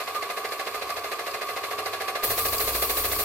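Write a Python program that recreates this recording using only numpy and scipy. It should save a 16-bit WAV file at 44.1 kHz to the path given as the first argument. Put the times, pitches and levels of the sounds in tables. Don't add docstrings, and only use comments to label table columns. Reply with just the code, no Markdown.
import sys
import numpy as np
from scipy import signal
from scipy.fft import rfft, irfft
from scipy.io import wavfile
from scipy.ndimage import uniform_filter1d

SR = 44100
rng = np.random.default_rng(int(sys.argv[2]) if len(sys.argv) > 2 else 0)


def generate_wav(sig):
    pcm = np.round(np.clip(np.atleast_2d(sig).T, -1, 1) * 32767).astype(np.int16)
    wavfile.write(sys.argv[1], SR, pcm)


N = 142884
TIME = np.arange(N) / SR
FFT_SIZE = 2 ** 18
HZ = np.fft.rfftfreq(FFT_SIZE, 1 / SR)
SHAFT, REEL = (19.73, .014), (5.27, .168)  # turns_per_s, first_peak_s

# time_s, accent_db
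HARD_CLACKS = [(.229, 2), (0.306, 3), (0.452, 3.5), (.601, 4), (.676, 1.5), (0.824, 1), (1.121, 0.5),
               (1.27, -0.5), (1.346, 2), (1.421, 1), (1.573, 1), (2.158, 2), (2.537, -1.5), (2.828, 3),
               (3.129, 0)]


def amp(db):
    return 10 ** (np.asarray(db) / 20)


def unit(x):
    return x / np.sqrt(np.mean(x ** 2) + 1e-20)


def curve(points):
    hz, db = np.transpose(points)
    return np.interp(np.log(HZ + 1), np.log(hz), db)


def colour(x, db):
    cepstrum = irfft(np.log(amp(db)))
    cepstrum[1:FFT_SIZE // 2] *= 2
    cepstrum[FFT_SIZE // 2 + 1:] = 0
    return irfft(rfft(x, FFT_SIZE) * np.exp(rfft(cepstrum)))[..., :N]


def stereo(pair):
    # frequency_hz, gain_db
    side_gain = [(25, -52), (60, -57), (125, -23), (270, -88), (500, -9), (800, -12.5), (1200, -6),
                 (2100, -4.5), (3100, 1), (4500, 2.5), (6800, -.5), (9000, -3.5), (14000, -1)]
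    # frequency_hz, gain_db
    balance = [(600, -1.1), (1200, -1.7), (2200, -2.5), (4500, 0.5), (8000, 0.5), (13000, 1)]
    width = amp(curve(side_gain))
    mid, side = rfft(pair, FFT_SIZE) * np.array([np.ones_like(width), width]) / np.hypot(1, width)
    lean = amp(curve(balance) / 2 * np.clip(HZ / 300 - 1, 0, 1))
    return unit(irfft(np.array([(mid + side) * lean, (mid - side) / lean]))[:, :N])


def drift(rate_hz):
    return unit(irfft(rfft(rng.standard_normal(FFT_SIZE)) * np.exp(-(HZ / rate_hz) ** 2))[:N])


def turning(turns_per_s, first_peak_s):
    return np.cos(2 * np.pi * turns_per_s * (TIME - first_peak_s))


def ripple():
    depth_db, spacing_hz = 6.5, 49
    knots_hz = np.arange(0, SR / 2, spacing_hz)
    heights = np.minimum(rng.standard_normal(4096), 1)
    return depth_db * np.interp(HZ, knots_hz, heights[:len(knots_hz)])


def room_response():
    crack_s, t60_s, tail_db = .0036, .136, 2.5
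    t = np.arange(8192) / SR
    crack, tail = unit(np.exp(-t / crack_s)), unit(amp(-60 * t / t60_s))
    envelope = np.hypot(crack, amp(tail_db) * tail)
    response = rng.standard_normal((2, len(t))) * envelope
    for _ in range(4):
        response = irfft(np.exp(1j * np.angle(rfft(response))))
        power = abs(uniform_filter1d(response ** 2, size=200, axis=1))
        response *= envelope / np.sqrt(power + 1e-20)
    return response


def frame_times():
    # time_s, delay_s
    wander = [(0, -0.0056), (.55, -0.007), (1.35, -0.0024), (2.15, -0.0053), (2.6, -.0042), (3.24, -0.0082)]
    first_s, period_s = .0078, .074242
    steady = first_s + period_s * np.arange(int(N / SR / period_s) + 1)
    return steady + np.interp(steady, *np.transpose(wander))


def strokes(lead_s, rise_s, hold_s, fade_s):
    starts = frame_times() - lead_s
    age = TIME - starts[np.maximum(np.searchsorted(starts, TIME) - 1, 0)]
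    return np.clip(age / rise_s, 0, 1) * np.exp(-np.maximum(age - rise_s - hold_s, 0) / fade_s)


def accents():
    return sum(db * np.exp(-((TIME - s) / .0055) ** 2) for s, db in HARD_CLACKS)


def grit():
    slips_per_s, share = 2500, .36
    slips = (rng.random(N) < slips_per_s / SR) * rng.standard_normal((2, N))
    return share * unit(slips) + (1 - share) * rng.standard_normal((2, N))


def hum():
    # time_s, lower_db, upper_db, upper_hz
    course = [(.5, -86, -80, 91.3), (0.849, -65, -63, 89.7), (1.299, -73, -72, 107), (1.698, -71, -64, 105),
              (1.9, -75, -61, 95.3), (2.148, -74, -63, 91.8), (2.24, -62.5, -70, 98.4),
              (2.32, -71, -56.5, 104.2), (2.4, -66, -68, 95), (2.49, -61, -54, 92.6), (2.59, -62, -67, 91),
              (2.67, -53, -60, 95.2), (2.81, -51, -73, 91.5), (2.92, -60.5, -68.5, 75.3),
              (3.02, -57, -62, 76), (3.12, -58.5, -55, 89.5), (3.24, -56.5, -67, 97)]
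    times, *columns = np.transpose(course)
    lower_db, upper_db, upper_hz = (np.interp(TIME, times, column) for column in columns)
    out = np.zeros(N)
    for hz, db in ((59.5, lower_db), (upper_hz, upper_db)):
        cycles = np.cumsum(hz * (1 + .035 * drift(12.6))) / SR
        out += np.sqrt(2) * amp(db + 2 * drift(34)) * np.sin(2 * np.pi * cycles)
    return out


def fan():
    # frequency_hz, gain_db
    spectrum = [(20, -22), (55, -12), (100, -6.5), (155, -22.5), (215, -10.5), (270, -6), (410, 6),
                (720, -4.5), (880, -2.5), (1080, 12.5), (1420, -3), (2200, -2), (3100, -3), (4300, -4.5),
                (7500, -15), (13200, -20), (15500, -23)]
    air = rng.standard_normal((2, N)) * amp(drift(100))
    return amp(-38.5) * stereo(colour(air, curve(spectrum) + ripple() * np.minimum(HZ / 2500, 1)))


def reel():
    # frequency_hz, gain_db
    spectrum = [(2500, -24), (3700, -7), (4400, 11.5), (5300, -15), (7000, -3.5), (10800, 1.5),
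                (13400, 6.5), (14400, 2), (15500, -5.5)]
    hiss = rng.standard_normal((2, N)) * amp(1.5 * turning(*REEL))
    return amp(-47) * stereo(colour(hiss, curve(spectrum) + ripple()))


def singing_metal():
    # pitch_hz, waver_hz, level_db, waver_db, claw_swing_db, shaft_swing_db, reel_swing_db
    tones = [(1135.6, 10.01, -41, 1.36, -1, 2, 0.5), (1214, 8.09, -47, 2.2, 4, 0, 3)]
    # time_s, bend_hz, lift_db
    swells = [(.005, 79.5, 3), (0.17, 84, 10), (.315, 79.5, 7), (.456, 70, 3), (.618, -0.5, 5),
              (.761, 78.5, 10), (.917, 15.5, 7.5), (1.059, 81, 4), (1.138, 70.5, 10), (1.431, 74.5, 7.5),
              (1.741, 17.5, 6), (1.856, 26, 2), (2.083, 17, 6.5), (2.156, 8, 7.5), (2.196, 86, 4),
              (2.249, 75, 3), (2.406, 83.5, 8), (2.487, 10.5, 5.5), (2.592, -0.5, 7), (2.692, 80.5, 4),
              (2.851, 10.5, 7.5)]
    lag_s, swell_s, bend_s, room_db = .0081, .016, .026, -12.5
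    frames = frame_times()
    with_claw = np.cos(2 * np.pi * np.interp(TIME - lag_s, frames, np.arange(len(frames))))
    swell_db = sum(db * np.exp(-((TIME - s) / swell_s) ** 2) for s, _, db in swells)
    bend_hz = sum(hz * np.exp(-((TIME - s) / bend_s) ** 4) for s, hz, _ in swells)
    out = np.zeros(N)
    for (hz, waver_hz, db, waver_db, claw_db, shaft_db, reel_db), is_lower in zip(tones, (True, False)):
        drive_db = claw_db * with_claw + shaft_db * turning(*SHAFT) + reel_db * turning(*REEL)
        level_db = db + waver_db * drift(17) + drive_db + is_lower * swell_db
        pitch_hz = hz + waver_hz * drift(37) + is_lower * bend_hz
        out += amp(level_db) * np.sin(2 * np.pi * np.cumsum(pitch_hz) / SR)
    room = unit(signal.fftconvolve(out[None], room_response(), axes=1)[:, :N])
    return np.sqrt(2) * np.std(out) * unit(unit(out) + amp(room_db) * room)


def loose_part():
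    # start_s, level_db
    clear = [(.526, -36), (.904, -30.5), (1.267, -38), (1.571, -36), (1.859, -32.5), (2.485, -37),
             (2.582, -33), (3.202, -42)]
    # frequency_hz, gain_db
    spectrum = [(3400, -25), (4200, -8), (4600, -6), (4900, 3.5), (5300, -14), (9000, -20), (15000, -24)]
    faint_per_s, fade_s = 14, .0053
    draws = rng.random((int(faint_per_s * N / SR), 2))
    faint = [(when * N / SR, -39 - 6 * weakness) for when, weakness in draws]
    envelope = sum(amp(db) * (TIME >= s) * np.exp(-abs(TIME - s) / fade_s) for s, db in clear + faint)
    return envelope * stereo(colour(rng.standard_normal((2, N)), curve(spectrum)))


def gate_pings():
    pitch_hz, level_db, t60_s, lead_s = 2045, -35.5, .053, .00301
    t, out = np.arange(4096) / SR, np.zeros((2, N))
    for (s, db), phases in zip(HARD_CLACKS, rng.random((len(HARD_CLACKS), 2, 1))):
        ring = np.sin(2 * np.pi * (pitch_hz * t + phases)) * amp(level_db + db - 60 * t / t60_s)
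        start = round((s - lead_s) * SR)
        out[:, start:start + len(t)] += ring[:, :N - start]
    return out


def film():
    # frequency_hz, gain_db
    rasp_spectrum = [(400, -20.5), (750, -14), (950, -44), (1500, -9), (2200, 2.5), (3100, -8.5),
                     (4300, -5), (6000, -25.5), (8000, -23), (15500, -25)]
    # frequency_hz, gain_db
    hiss_spectrum = [(1000, -40), (4000, -11), (6000, -5), (8000, -2), (10500, -0.5), (13200, 1),
                     (15500, -5.5)]
    catch = strokes(lead_s=.0082, rise_s=.0084, hold_s=.0087, fade_s=.024)
    catch *= amp(accents() + 2 * turning(*SHAFT))
    slide = strokes(lead_s=.009, rise_s=.013, hold_s=.0095, fade_s=.019)
    slide *= amp(2 * drift(250) + turning(*REEL))
    rasp = stereo(colour(grit() * catch, curve(rasp_spectrum) + ripple() * np.minimum(HZ / 2500, 1)))
    hiss = stereo(colour(grit() * slide, curve(hiss_spectrum) + .5 * ripple()))
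    return amp(-41) * rasp + amp(-46.5) * hiss


def claw():
    # delay_s, level_db, scatter_s, tilt_db_per_octave
    knocks = [(-.0055, -10, 0.0009, 1), (-.001, -0.5, .0004, -0.5), (.0035, -6.5, 0.0011, 2),
              (.0115, -2, .0006, -1), (.022, -11, .0016, -2), (.044, -11.5, 0.0011, -4)]
    # frequency_hz, gain_db
    housing = [(60, -50.5), (170, -29), (300, -19.5), (400, -6.5), (560, -4), (740, 0), (900, -15),
               (1100, -3.5), (1450, -9.5), (2100, -13), (3000, -18), (4300, -13.5), (7000, -25.5),
               (14000, -66)]
    # centre_hz, width_hz, lift_db
    modes = [(395, 5.3, 1), (418.3, 33.6, 9.5), (456.7, 4.4, 13), (554, 13.3, 9), (640, 48, 2.5),
             (709.4, 13.5, 6), (768, 6.3, 10), (1681, 92, 10), (2086, 93, 12)]
    peaks_db = sum(db / (1 + (2 * (HZ - hz) / width) ** 2) for hz, width, db in modes)
    body_db = curve(housing) + peaks_db
    octaves = np.log2(np.clip(HZ, 250, 4000) / 700)
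    frames, out = frame_times(), np.zeros((2, N))
    for delay_s, db, scatter_s, tilt in knocks:
        times = frames + delay_s + scatter_s * rng.standard_normal(len(frames))
        at = np.round(times * SR).astype(int)
        blows = np.bincount(at[(at >= 0) & (at < N)], minlength=N) * amp(db)
        cracks = signal.fftconvolve(blows[None], room_response(), axes=1)[:, :N]
        out += colour(cracks, body_db + tilt * octaves)
    return amp(-35) * stereo(out * amp(.75 * accents()))


def scene():
    # time_s, gain_db
    swell = [(0, -1), (1.5, 0), (2.1, 2.25), (2.4, -1), (3.24, -1.56)]
    clatter = amp(np.interp(TIME, *np.transpose(swell))) * (claw() + film())
    return clatter + gate_pings() + loose_part() + singing_metal() + reel() + fan() + hum()


def low_pass(x, hz):
    return signal.oaconvolve(x, signal.firwin(401, hz, window=("kaiser", 8), fs=SR)[None], "same")


def record(dry):
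    # frequency_hz, gain_db
    lift = [(25, 25.6), (60, 11.1), (125, 13), (250, 9.5), (500, 3.9), (1100, 0.49), (2100, 2.2),
            (4200, 6.65), (8000, 11.24), (13000, 17.6), (15500, 20.5)]
    open_s, ramp_s = 2.23, .01
    opened = np.clip((TIME - open_s) / ramp_s, 0, 1)
    mix = (1 - opened) * low_pass(dry, hz=14900) + opened * colour(dry, curve(lift))
    return low_pass(mix, hz=15900)


dry = scene()
out = record(dry)
generate_wav(out)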